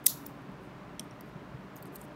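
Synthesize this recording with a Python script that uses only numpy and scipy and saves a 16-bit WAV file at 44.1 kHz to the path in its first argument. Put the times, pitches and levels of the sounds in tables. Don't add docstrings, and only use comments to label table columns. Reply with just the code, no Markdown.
import sys
import numpy as np
from scipy import signal
from scipy.fft import rfft, irfft
from scipy.io import wavfile
from scipy.ndimage import uniform_filter1d

SR = 44100
rng = np.random.default_rng(int(sys.argv[2]) if len(sys.argv) > 2 else 0)


def dump_mix(stems):
    frames = np.atleast_2d(stems).T
    limited = np.clip(frames, -1, 1)
    pcm = np.round(limited * 32767).astype(np.int16)
    wavfile.write(sys.argv[1], SR, pcm)


def volts_from_db(level):
    exponent = np.asarray(level, float) / 20
    return 10 ** exponent


N = 94815
CREST_S = .0668

# f/Hz, level/dB, t60/s
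BRASS_MODES = [(3400, -9, .007), (5100, -8, 0.005), (5400, -8.5, 0.0072), (6050, -11, .008),
               (8960, -5.5, 0.0072), (10500, -10.5, 0.0058), (11500, -5, 0.011), (12800, -6.5, .01),
               (14530, -6.5, 0.0045)]


def level(x, db):
    return x * volts_from_db(db) / np.sqrt(np.mean(x ** 2) + 1e-18)


def band(x, hz, width_hz):
    hz = min(hz, .45 * SR)
    return signal.lfilter(*signal.iirpeak(hz, hz / np.clip(width_hz, 5, .4 * SR), fs=SR), x)


def high_pass(x, hz):
    return signal.sosfilt(signal.butter(3, hz, "high", fs=SR, output="sos"), x)


def colour(x, points):
    points = np.array(points)
    f = np.fft.rfftfreq(len(x), 1 / SR) + 1
    gain_db = np.interp(np.log(f), np.log(points[:, 0]), points[:, 1])
    return irfft(rfft(x) * volts_from_db(gain_db), len(x))


def fall(t, t60):
    return (t >= 0) * np.exp(-np.log(1000) * np.maximum(t, 0) / max(t60, 1e-4))


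def add(out, x, s):
    i = int(s * SR)
    out[i:i + len(x)] += x[:max(N - i, 0)]


def ticks(contacts, modes, ring_db, crack_t60_s=.011, strike=2):
    out = np.zeros(N)
    t = np.arange(SR // 8) / SR
    mode_hz, mode_db, mode_t60 = np.array(modes).T
    for s, db, hz, share in contacts:
        width_hz = hz * share
        crack = ((t == 0) * strike + rng.standard_normal(len(t))) * fall(t, crack_t60_s)
        for w in (width_hz, width_hz, 2.5 * width_hz):
            crack = band(crack, hz, w)
        luck = rng.standard_normal(len(mode_hz))
        near = 1 / (1 + (2 * np.log(mode_hz / hz) / share) ** 4)
        gain = near * np.sign(luck) * volts_from_db(mode_db + 3 * luck + ring_db)
        ring = sum(g * np.sin(2 * np.pi * f * t) * fall(t, d) for g, f, d in zip(gain, mode_hz, mode_t60))
        add(out, volts_from_db(db) * (crack / np.abs(crack).max() + ring), s)
    return out


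def air():
    # f/Hz, level/dB per Hz
    rumble = [(25, -25.5), (60, -17.5), (170, 0.5), (500, -9.5), (1200, -11), (2600, -22.5), (6000, -37.5),
              (16000, -57.5)]
    # f/Hz, width/Hz, level/dB
    humps = [(58, 27, -65), (132.1, 22, -57.5), (184.6, 17.6, -59), (289.5, 37, -57.5), (384.9, 74, -61),
             (601, 51, -62.5), (1020, 143, -67)]
    out = level(colour(rng.standard_normal(N), rumble), -49.5)
    for hz, width_hz, db in humps:
        flicker = level(uniform_filter1d(rng.standard_normal(N), size=4000), 0)
        hump = band(band(rng.standard_normal(N), hz, width_hz), hz, width_hz)
        out = out + level(hump, db) * volts_from_db(2.5 * flicker)
    whine = volts_from_db(-86) * np.sin(2 * np.pi * 14540 * np.arange(N) / SR)
    hiss = level(rng.standard_normal(N), -77)
    return out + whine + hiss


def key():
    # t/s, peak level/dB, colour f/Hz, bandwidth/share of f
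    taps = [(.0408, -47, 13500, .4), (.0435, -42, 12000, 1.6), (.0468, -76, 11500, 0.81),
            (.0500, -55, 7800, 0.45), (.0550, -44, 9000, 0.73), (.2575, -50, 8850, 0.92),
            (.2620, -42.5, 6140, 0.79), (.2648, -28.5, 14700, 0.18), (.2650, -37.5, 8530, 1.4),
            (.308, -60, 12700, 0.17), (.376, -66, 11960, 0.85), (.420, -58, 13240, .7),
            (.517, -62.5, 11970, .8), (.9948, -34, 3200, 0.29), (.9950, -31, 5630, 0.23),
            (.9953, -31, 8970, 0.11), (.9956, -35, 11600, 0.3), (.9950, -47, 2220, 0.28),
            (.9983, -41.5, 3280, 0.3), (.9983, -45, 5250, 0.22), (.9985, -45, 8900, 0.16),
            (1.0015, -48.5, 8800, .15), (1.0015, -56, 13500, .5), (1.013, -56, 3200, 0.13),
            (1.041, -58, 12800, .15), (1.0075, -48, 7500, .3), (1.0072, -54, 5200, 0.22),
            (1.0073, -55, 12500, .15), (1.1100, -51, 5600, 0.14), (1.1104, -55.5, 8900, 0.18)]
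    return ticks(taps, BRASS_MODES, ring_db=-9)


def latch():
    # t/s, peak level/dB, colour f/Hz,
    # bandwidth/share of f
    hits = [(.0601, -27, 8000, 1.2), (.0637, -7, 14200, .3), (.0645, -9, 12000, .3),
            (.0662, 2.5, 11000, 1.1), (.0667, 3, 11600, .8), (.0690, -10, 12000, .3),
            (.0690, -17, 6200, .25), (.0722, -23, 7500, .3), (.0660, -27, 2000, .15),
            (.0664, -29, 2600, .15), (.0650, -28, 3500, .2), (.0700, -20, 15300, .1),
            (.0720, -23, 15300, .1), (.0712, -23, 6200, .2), (.0737, -27, 7400, .15),
            (.0797, -30, 6300, .12), (.0805, -25, 12400, .15), (.0845, -27, 12600, .1)]
    # f/Hz, width/Hz, level/dB
    resonances = [(2000, 450, -26.5), (2520, 120, -27.5), (3530, 100, -20), (4010, 170, -21),
                  (6140, 250, -9), (7500, 100, -14.5), (8770, 120, -8), (10300, 100, -12.5),
                  (11800, 170, -7), (11270, 110, -5), (12240, 60, 4.5), (13000, 91, -13), (14300, 83, -8),
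                  (14700, 130, -6)]
    start_s, widen = .0599, 2.5
    t = np.arange(N) / SR
    push = rng.standard_normal(N)
    body = level(sum(volts_from_db(db) * band(push, hz, w * widen) for hz, w, db in resonances), 0)
    body = body + level(band(band(push, 9000, 12000), 9000, 12000), -11)
    body = high_pass(body, 2600)
    rise = np.clip((t - start_s) / (CREST_S - start_s), 0, 1)
    swell = (t > start_s) * volts_from_db(19 * (rise - 1))
    chatter = volts_from_db(-13) * swell * fall(np.maximum(t - CREST_S, 0), .021) * body
    contacts = ticks(hits, BRASS_MODES, ring_db=-13, crack_t60_s=.0025, strike=5)
    return high_pass(chatter + contacts, 1500)


def room_reply(x, tail, t):
    build = np.clip(t / .00062, 0, 1)
    tail = tail * (fall(t, .21) + volts_from_db(-16.5) * fall(t, .54)) * build
    return signal.fftconvolve(x, tail * volts_from_db(-14.5) / np.sqrt(np.sum(tail ** 2)))[:N]


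def room(x, flat=False):
    # f/Hz, level/dB
    walls = [(1800, -39), (2900, -17), (3700, -3.5), (6000, -5), (9500, -8), (12000, -1.5), (14000, -5),
             (16000, -8.5)]
    # f/Hz, width/Hz, level/dB
    long_rings = [(3730, 110, -11), (4340, 120, -13), (5900, 350, -6), (6900, 200, -7), (7600, 250, -9),
                  (10900, 200, -8), (11300, 130, -4), (12090, 70, 0), (12650, 250, -5), (14200, 200, -9),
                  (15000, 200, -7), (15650, 120, -9)]
    t = np.arange(SR // 2) / SR - .013
    tail = rng.standard_normal(len(t))
    if not flat:
        rings = sum(volts_from_db(db) * level(band(tail, hz, w), 0) for hz, w, db in long_rings)
        patches = level(uniform_filter1d(rng.standard_normal(len(t)), size=300), 0)
        tail = (level(colour(tail, walls), 0) + level(rings, -7)) * volts_from_db(.9 * patches)
    return room_reply(x, tail, t)


def scrapes():
    # start t/s, length/s, level/dB, colour f/Hz
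    slides = [
        (0.251, 0.068, -66.5, 10950),
        (0.597, 0.095, -75.5, 9930),
        (1.003, .05, -72, 8000),
        (1.25, .055, -76, 11000),
        (1.768, 0.03, -66, 11000),
        (1.856, 0.032, -66.5, 9000),
        (1.917, 0.053, -66, 12000),
        (1.951, 0.018, -54.5, 9000),
        (1.972, 0.098, -66.5, 10000),
    ]
    clicks_per_s, scatter_db = 3500, 2
    out = np.zeros(N)
    for s, length, db, hz in slides:
        chance, size = rng.random((2, int(length * SR)))
        sign = np.sign(size % .1 - .05)
        grains = (chance < clicks_per_s / SR) * volts_from_db(-scatter_db * np.log(size + 1e-9)) * sign
        x = band(grains, hz, hz)
        rub = level(band(x, hz, hz), 0)
        ring = sum(level(band(x, f, 400), -12) for f in (12800, 8850))
        add(out, level(rub + ring, db) * np.hanning(len(x)) ** .4, s)
    return out


def bumps():
    # t/s, level/dB, f/Hz, t60/s
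    knocks = [
        (1.001, -27.5, 230, 0.027),
        (1.357, -30, 158, 0.058),
        (.49, -35, 194, 0.086),
        (3.1, -33.5, 190, 0.043),
        (1.541, -29.5, 131, 0.06),
    ]
    t = np.arange(N) / SR
    out = np.zeros(N)
    for s, db, hz, t60 in knocks:
        onset = np.clip((t - s) * hz, 0, 1)
        out = out + volts_from_db(db) * np.sin(2 * np.pi * hz * (t - s)) * fall(t - s, t60) * onset
    return out


def shackle():
    # t/s, peak level/dB, colour f/Hz, bandwidth/share of f
    taps = [(1.2085, -40, 12550, 0.51), (1.2090, -48.5, 4870, 0.32), (1.2087, -58.5, 8700, 0.47),
            (1.260, -68, 12700, 0.19), (1.291, -65, 12300, 0.17), (1.7587, -45, 14000, 0.18),
            (1.7615, -48, 14000, 0.23), (1.7655, -42.5, 13500, 0.074), (1.7657, -45.5, 6600, 0.36),
            (1.770, -56, 8900, .1), (1.7735, -55, 13000, .12), (1.774, -51, 5600, .4),
            (1.776, -55, 12800, 0.18), (1.777, -54, 8960, 0.15), (1.784, -50, 15300, 0.14),
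            (1.805, -59, 12700, .12), (1.8255, -42, 12900, 0.18), (1.824, -51, 15600, .15),
            (1.826, -55, 4300, 0.18), (1.8315, -53, 13000, .3), (1.8318, -55, 8700, .15),
            (1.8262, -50.5, 8660, 0.2), (1.8545, -49, 13500, 0.25), (1.8560, -55, 4400, 0.15),
            (1.856, -60, 10060, 0.055), (1.8552, -51, 9200, .3), (1.870, -60, 8900, .12),
            (1.924, -63, 12800, .1), (1.934, -61.5, 12000, .4), (1.9407, -58, 12800, .15),
            (1.9452, -54, 15600, .04), (1.949, -56, 12800, .1), (1.953, -52, 9500, 0.44),
            (1.9575, -36.5, 13500, 0.18), (1.9577, -46.5, 4240, 0.21), (1.9580, -41.5, 8900, 0.29),
            (1.9645, -47.5, 12700, .3), (1.9647, -44, 8100, 0.34), (1.985, -59, 8000, .9),
            (1.993, -57, 11000, .6), (2.008, -56, 10300, .15), (2.0145, -47, 13000, .3),
            (2.0147, -42, 8100, 0.28), (2.030, -58, 8100, 0.4), (2.039, -50.5, 10400, 0.21),
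            (2.0392, -62, 13400, .2), (2.050, -54, 10500, 0.36), (2.0502, -56, 15200, .15),
            (2.0504, -57, 6500, 0.61), (2.081, -64, 11910, .9), (2.129, -64, 10300, .2)]
    # f/Hz, level/dB, t60/s
    steel_modes = [(4340, -11.5, 0.014), (7100, -2, 0.0088), (8160, -1, 0.012), (8800, -5, 0.037),
                   (9700, -8.5, 0.015), (12700, 5, 0.017), (12890, -15, .06), (13240, 0, 0.0098),
                   (15500, 2, .01)]
    return ticks(taps, steel_modes, ring_db=-8)


def scene():
    small = key() + scrapes() + shackle()
    click = volts_from_db(12) * (np.arange(N) == int(CREST_S * SR))
    reply = room(click) + room(volts_from_db(-11) * small, flat=True)
    return (air() + latch() + small + reply + bumps())[None]


def low_pass(x):
    return signal.sosfilt(signal.butter(12, 16630, fs=SR, output="sos"), x)


def record(dry):
    release_s, limit_db, duck_ratio = .008, -27, .3
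    k = np.exp(-1 / (release_s * SR))
    env = np.sqrt(signal.lfilter([1 - k], [1, -k], dry ** 2))
    x = dry * np.minimum(1, volts_from_db(limit_db) / (env + 1e-9)) ** duck_ratio
    x = colour(x[0], [(15750, 0), (16000, -25), (16550, -50)])[None]
    return low_pass(x)


dry = scene()
out = record(dry)
dump_mix(out)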